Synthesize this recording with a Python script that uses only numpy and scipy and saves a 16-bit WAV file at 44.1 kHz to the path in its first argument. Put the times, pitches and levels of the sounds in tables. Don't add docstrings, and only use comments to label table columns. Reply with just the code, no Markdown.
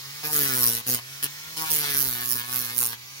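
import sys
import numpy as np
from scipy import signal
from scipy.fft import rfft, irfft
from scipy.io import wavfile
from scipy.ndimage import uniform_filter1d

SR = 44100
rng = np.random.default_rng(int(sys.argv[2]) if len(sys.argv) > 2 else 0)


def master_out(mix):
    frames = np.transpose(np.atleast_2d(mix))
    ceiling = np.clip(frames, -1, 1)
    pcm = np.round(ceiling * 32767).astype(np.int16)
    wavfile.write(sys.argv[1], SR, pcm)


N = 141120
T = np.arange(N) / SR
HZ = np.fft.rfftfreq(N, 1 / SR)


def amp(db):
    return 10 ** (np.asarray(db) / 20)


def evened(x):
    return x / np.sqrt(np.mean(x ** 2) + 1e-20)


def read(points, hz):
    table_hz, value = np.transpose(points)
    return np.interp(np.log(hz + 1), np.log(table_hz + 1), value)


def colour(x, points):
    log_gain = np.log(amp(read(points, abs(np.fft.fftfreq(N, 1 / SR)))))
    response = np.exp(np.conj(signal.hilbert(log_gain)))
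    return irfft(rfft(x) * response[:len(HZ)], N)


# [freq_hz, correlation_0_to_1]
SIDE_LIKENESS = [(100,0.75),(2000,0.97),(3000,0.16),(7000,0.077),(10000,0.23),(12000,0.3),(16000,0.32)]


def paired(two):
    a, b = rfft(two)
    same = read(SIDE_LIKENESS, HZ)
    return irfft(np.array([a, same * a + np.sqrt(1 - same ** 2) * b]), N)


def patchy(x, depth_db):
    z = signal.stft(x, nperseg=256)[2]
    field = rng.standard_normal(z.shape[1:])
    field = uniform_filter1d(field, size=7, axis=0)
    field = uniform_filter1d(field, size=30, axis=1)
    return signal.istft(z * amp(depth_db * evened(field)), nperseg=256)[1][:, :N]


def wander(count=14):
    t = np.linspace(0, T[-1], count ** 2)
    waves = sum(np.sin(2 * np.pi * (f * t + rng.random())) for f in np.geomspace(1, 10, count))
    return evened(np.interp(T, t, waves))


# [time_s, rasp_db, drone_db, middle_modes_db, buzz_db]
FIRST_PASS_CURVE = [(0.233, -46, -50, -36, -49), (0.253, -31, -39.5, -48, -40.5),
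                    (0.299, -35, -49, -35, -55.5), (0.333, -27, -37.5, -50, -43.5),
                    (0.443, -27.5, -37.5, -48, -39.5), (0.51, -31, -42.5, -58, -39),
                    (0.637, -24, -43, -40.5, -47), (0.775, -31, -47, -52, -45.5),
                    (0.815, -46, -56, -44.5, -60)]
DAB_CURVE = [(0.863, -39, -54, -60, -47), (0.886, -26, -40.5, -42, -54), (0.951, -27, -41, -52, -44),
             (0.999, -49.5, -60, -43, -56)]
GRAZE_CURVE = [(1.226, -35, -53, -47, -41), (1.238, -25.5, -41, -48, -45.5), (1.268, -41, -49, -42, -47)]
LONG_PASS_CURVE = [(1.566, -34.5, -54, -44.5, -52), (1.579, -32.5, -43.5, -41, -41.5),
                   (1.643, -36, -48, -36, -51), (1.678, -37, -60, -49.5, -43.5),
                   (1.715, -23, -43, -46.5, -53), (1.78, -27, -43.5, -50, -47.5),
                   (1.85, -36.5, -47.5, -41, -36.5), (1.99, -25, -42.5, -45, -45.5),
                   (2.043, -25, -45.5, -49.5, -50), (2.197, -37.5, -53, -46.5, -44),
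                   (2.325, -27, -50.5, -47.5, -61), (2.387, -34, -49, -48.5, -44),
                   (2.461, -43, -59.5, -47, -54), (2.571, -28, -46, -45.5, -53),
                   (2.7, -39.5, -57, -59, -46), (2.762, -36, -52, -51, -56), (2.776, -25, -50.5, -51, -61),
                   (2.83, -24.5, -49, -58, -59.5), (2.931, -43, -57, -53, -46), (2.955, -53, -69, -62, -59)]


def contact(column):
    gain = 0
    for touch in (FIRST_PASS_CURVE, DAB_CURVE, GRAZE_CURVE, LONG_PASS_CURVE):
        curve = np.array(touch)
        gain = gain + amp(np.interp(T, curve[:, 0], curve[:, column], left=-np.inf, right=-np.inf))
    return gain


def per_turn(turns, spread_db):
    return amp(spread_db * rng.standard_normal(N))[turns.astype(int)]


def sweep(turns, width_turns, between):
    return between + np.exp(-.5 * ((turns % 1 - .5) / width_turns) ** 2)


def grit(hz, turns, repeat, size=512):
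    fresh = rng.standard_normal((2, size * 2, size))
    grains = signal.lfilter([1], [1, -repeat], fresh, axis=1)
    samples_from_mid_turn = np.floor((turns % 1 - .5) * SR / hz).astype(int)
    return grains[:, turns.astype(int), samples_from_mid_turn]


def knocks(turns, count=48):
    return sum(np.cos(2 * np.pi * k * (turns - .5)) for k in range(1, count))


MODE_WANDER_DB = 2


def ring(x, modes):
    out, spectrum = 0, rfft(x)
    for pitch_hz, width_hz, level_db, change_db_per_s in modes:
        damping = 1j * HZ * width_hz
        resonance = damping / (pitch_hz ** 2 - HZ ** 2 + damping)
        radiation = np.minimum(HZ / pitch_hz, 1) ** 2
        gain = amp(level_db + change_db_per_s * T + MODE_WANDER_DB * wander())
        out = out + gain * irfft(spectrum * radiation * resonance, N)
    return evened(out)


# [freq_hz, relative_db_per_hz]
RUMBLE_SPECTRUM = [(25,-14),(70,5),(220,-11.5),(600,-20.5)]
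RUMBLE_DB, JUDDER_RE_RASP_CURVE_DB = -65.5, -28.5


def rumble():
    noise = evened(colour(rng.standard_normal((2, N)), RUMBLE_SPECTRUM))
    return (amp(RUMBLE_DB) + amp(JUDDER_RE_RASP_CURVE_DB) * contact(column=1)) * noise


# [centre_s, envelope_db]
PANEL_BUMPS = [(.352,-49),(.91,-52),(1.725,-45),(1.955,-46),(2.08,-45)]
BUMP_HZ, BUMP_SIGMA_S = 62.3, .012


def bumps():
    out = 0
    for centre_s, level_db in PANEL_BUMPS:
        t = T - centre_s
        envelope = amp(level_db) * np.exp(-.5 * (t / BUMP_SIGMA_S) ** 2)
        out = out + envelope * np.sin(2 * np.pi * BUMP_HZ * t)
    return out


# [freq_hz, relative_db_per_hz]
HISS_SPECTRUM = [(30,-27),(100,-2),(220,-15.5),(700,-19),(1100,-8),(1500,-7.5),(2150,1),(2900,-5.5),(4200,1),(6700,-2.5),(8500,-8.5),(13000,-4.5)]
# [freq_hz, relative_db]
WHIRR_SPECTRUM = [(60,-4),(140,-1.5),(280,-14.5),(750,-17.5),(1050,-11.5),(1500,-11),(2100,-8.5),(4200,-17),(8000,-38.5)]
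FREE_HZ, HISS_DB, WHIRR_DB = 141.7, -39, -47
MOTOR_DB_PER_OCTAVE, FADE_DB_PER_S = 11, -0.92


def motor(hz, turns, count=48):
    orders = 0
    for k in range(1, count):
        orders = orders + amp(2 * wander()) * np.cos(2 * np.pi * (k * turns + rng.random()))
    whirr = evened(colour(orders, WHIRR_SPECTRUM))
    air = rng.standard_normal((2, N))
    hiss = evened(patchy(colour(paired(air), HISS_SPECTRUM), depth_db=1.24))
    gain = amp(MOTOR_DB_PER_OCTAVE * np.log2(hz / FREE_HZ) + FADE_DB_PER_S * T)
    return gain * (amp(WHIRR_DB) * whirr + amp(HISS_DB) * hiss)


# [freq_hz, relative_db]
DRONE_SPECTRUM = [(45,-21),(115,8),(150,0),(250,6.5),(350,-3),(450,5),(580,-6),(720,-4.5),(1200,-14.5),(3000,-33)]
# [freq_hz, relative_db]
CRACK_SPECTRUM = [(300,-20),(1400,-0.5),(2400,-5.5),(4300,-4),(9000,-14.5)]
# [pitch_hz, width_hz, relative_db, change_db_per_s]
MIDDLE_PANEL_MODES = [(775,60,6,-0.5),(939,50,8,2.5),(1102,118,-0.5,4)]
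UPPER_PANEL_MODES = [(1216,66,-4,1),(1483,75,4.5,-0.48),(1677,115,2,1),(1980,160,-5.5,0.4)]
DRONE_TRIM_DB, MIDDLE_TRIM_DB, UPPER_TRIM_DB, CRACK_TRIM_DB = 2.5, 0.5, 0.5, -0.5
KNOCK_VARY_DB = 2


def panel(turns):
    drive = knocks(turns) * per_turn(turns, KNOCK_VARY_DB)
    drone = amp(DRONE_TRIM_DB) * contact(column=2) * evened(colour(drive, DRONE_SPECTRUM))
    middle = amp(MIDDLE_TRIM_DB) * contact(column=3) * ring(drive, MIDDLE_PANEL_MODES)
    upper = amp(UPPER_TRIM_DB) * ring(drive, UPPER_PANEL_MODES)
    crack = amp(CRACK_TRIM_DB) * evened(colour(drive, CRACK_SPECTRUM))
    return drone + middle + contact(column=4) * (upper + crack)


# [freq_hz, relative_db_per_hz]
SCOUR_SPECTRUM = [(25,-45),(150,-17),(600,-16.5),(1500,-7),(2400,-2),(3200,-0.5),(4500,-1.5),(6500,-7.5),(8300,-8),(16000,-10)]
SCOUR_TRIM_DB, SCOUR_WIDTH_TURNS, SCOUR_BETWEEN = -5.5, 0.56, 0.93
SCOUR_FOLLOW, SCOUR_REPEAT = 0.68, .72


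def scour(hz, turns):
    rub = grit(hz, turns, SCOUR_REPEAT) * sweep(turns, SCOUR_WIDTH_TURNS, SCOUR_BETWEEN)
    sound = evened(patchy(colour(paired(rub), SCOUR_SPECTRUM), depth_db=2.5))
    return amp(SCOUR_TRIM_DB) * contact(column=4) ** SCOUR_FOLLOW * sound


# [freq_hz, relative_db_per_hz]
RASP_SPECTRUM = [(25,-53),(150,-13.5),(700,-17.5),(2000,-12),(3500,-17),(5200,-6),(7000,-7),(8300,-10.5),(10000,1),(11500,-0.5),(13000,2),(14500,4.5),(16000,-6.5)]
RASP_TRIM_DB, RASP_WIDTH_TURNS, RASP_BETWEEN = 3.5, 0.11, 0.13
RASP_VARY_DB, RASP_PATCHY_DB, RASP_REPEAT = 1.5, 2, 0.6
DRIFT_DB_PER_S = -1


def rasp(hz, turns):
    bursts = grit(hz, turns, RASP_REPEAT) * sweep(turns, RASP_WIDTH_TURNS, RASP_BETWEEN)
    bursts = bursts * per_turn(turns, RASP_VARY_DB)
    sound = evened(patchy(colour(paired(bursts), RASP_SPECTRUM), RASP_PATCHY_DB))
    drift = amp(np.outer([.5, -.5], DRIFT_DB_PER_S * (T - T.mean())))
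    return amp(RASP_TRIM_DB) * contact(column=1) * sound * drift


# [freq_hz, t60_s]
GARAGE_DECAY = [(1500,0.1),(16000,0.017)]
GARAGE_DB, GARAGE_LOW_CUT_HZ = -8.5, 700


def garage(x, count=12):
    wet = 0
    for place in range(count):
        hz, t, z = signal.stft(rng.standard_normal((2, SR // 4)), SR, nperseg=256)
        decay = amp(-60 * t / read(GARAGE_DECAY, hz)[:, None])
        tail = signal.istft(z * decay, SR, nperseg=256)[1]
        tail = tail / np.linalg.norm(tail[0])
        share = np.sqrt(np.maximum(1 - abs(T / T[-1] * (count - 1) - place), 0))
        wet = wet + signal.oaconvolve(x * share, tail, axes=1)[:, :N]
    low_cut = signal.butter(2, GARAGE_LOW_CUT_HZ, "high", fs=SR, output="sos")
    return signal.sosfilt(low_cut, wet)


# [time_s, turns_per_s]
SHAFT_SPEED = [(0, 132), (.23, 152), (.33, 152.5), (.53, 130), (.7, 116.3), (.8, 117), (.87, 129),
               (.97, 118.5), (1.12, 137.5), (1.27, 143), (1.55, 161), (1.69, 157.4), (1.84, 146.4),
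               (2.02, 137), (2.13, 122), (2.22, 122.3), (2.32, 123), (2.41, 120.3), (2.56, 127),
               (2.67, 119), (2.78, 123.7), (2.92, 115.5), (3.2, 141.4)]
START_TURNS = .43


def scene():
    hz = np.interp(T, *np.transpose(SHAFT_SPEED))
    turns = START_TURNS + np.cumsum(hz) / SR
    dry = rumble() + bumps() + motor(hz, turns) + panel(turns) + scour(hz, turns) + rasp(hz, turns)
    return dry + amp(GARAGE_DB) * garage(dry)


# [freq_hz, left_minus_right_db]
MIC_BALANCE = [(100,3.5),(500,4.5),(1200,3.5),(3100,3.5),(4300,-2),(5400,-6.5),(7000,-5.5),(8800,5),(10500,-0.5),(12000,-5.5),(14000,-0.5),(16000,-14)]
LEFT_LEAD_S, BAND_EDGE_HZ = 0.00019, 15940


def record(dry):
    balance = amp(np.outer([.5, -.5], read(MIC_BALANCE, HZ)))
    delay = np.exp(-2j * np.pi * np.outer([0, LEFT_LEAD_S], HZ))
    heard = irfft(rfft(dry) * balance * delay, N)
    low_pass = signal.firwin(511, BAND_EDGE_HZ, window=("kaiser", 9), fs=SR)
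    return signal.oaconvolve(heard, low_pass[None], "same")


dry = scene()
out = record(dry)
master_out(out)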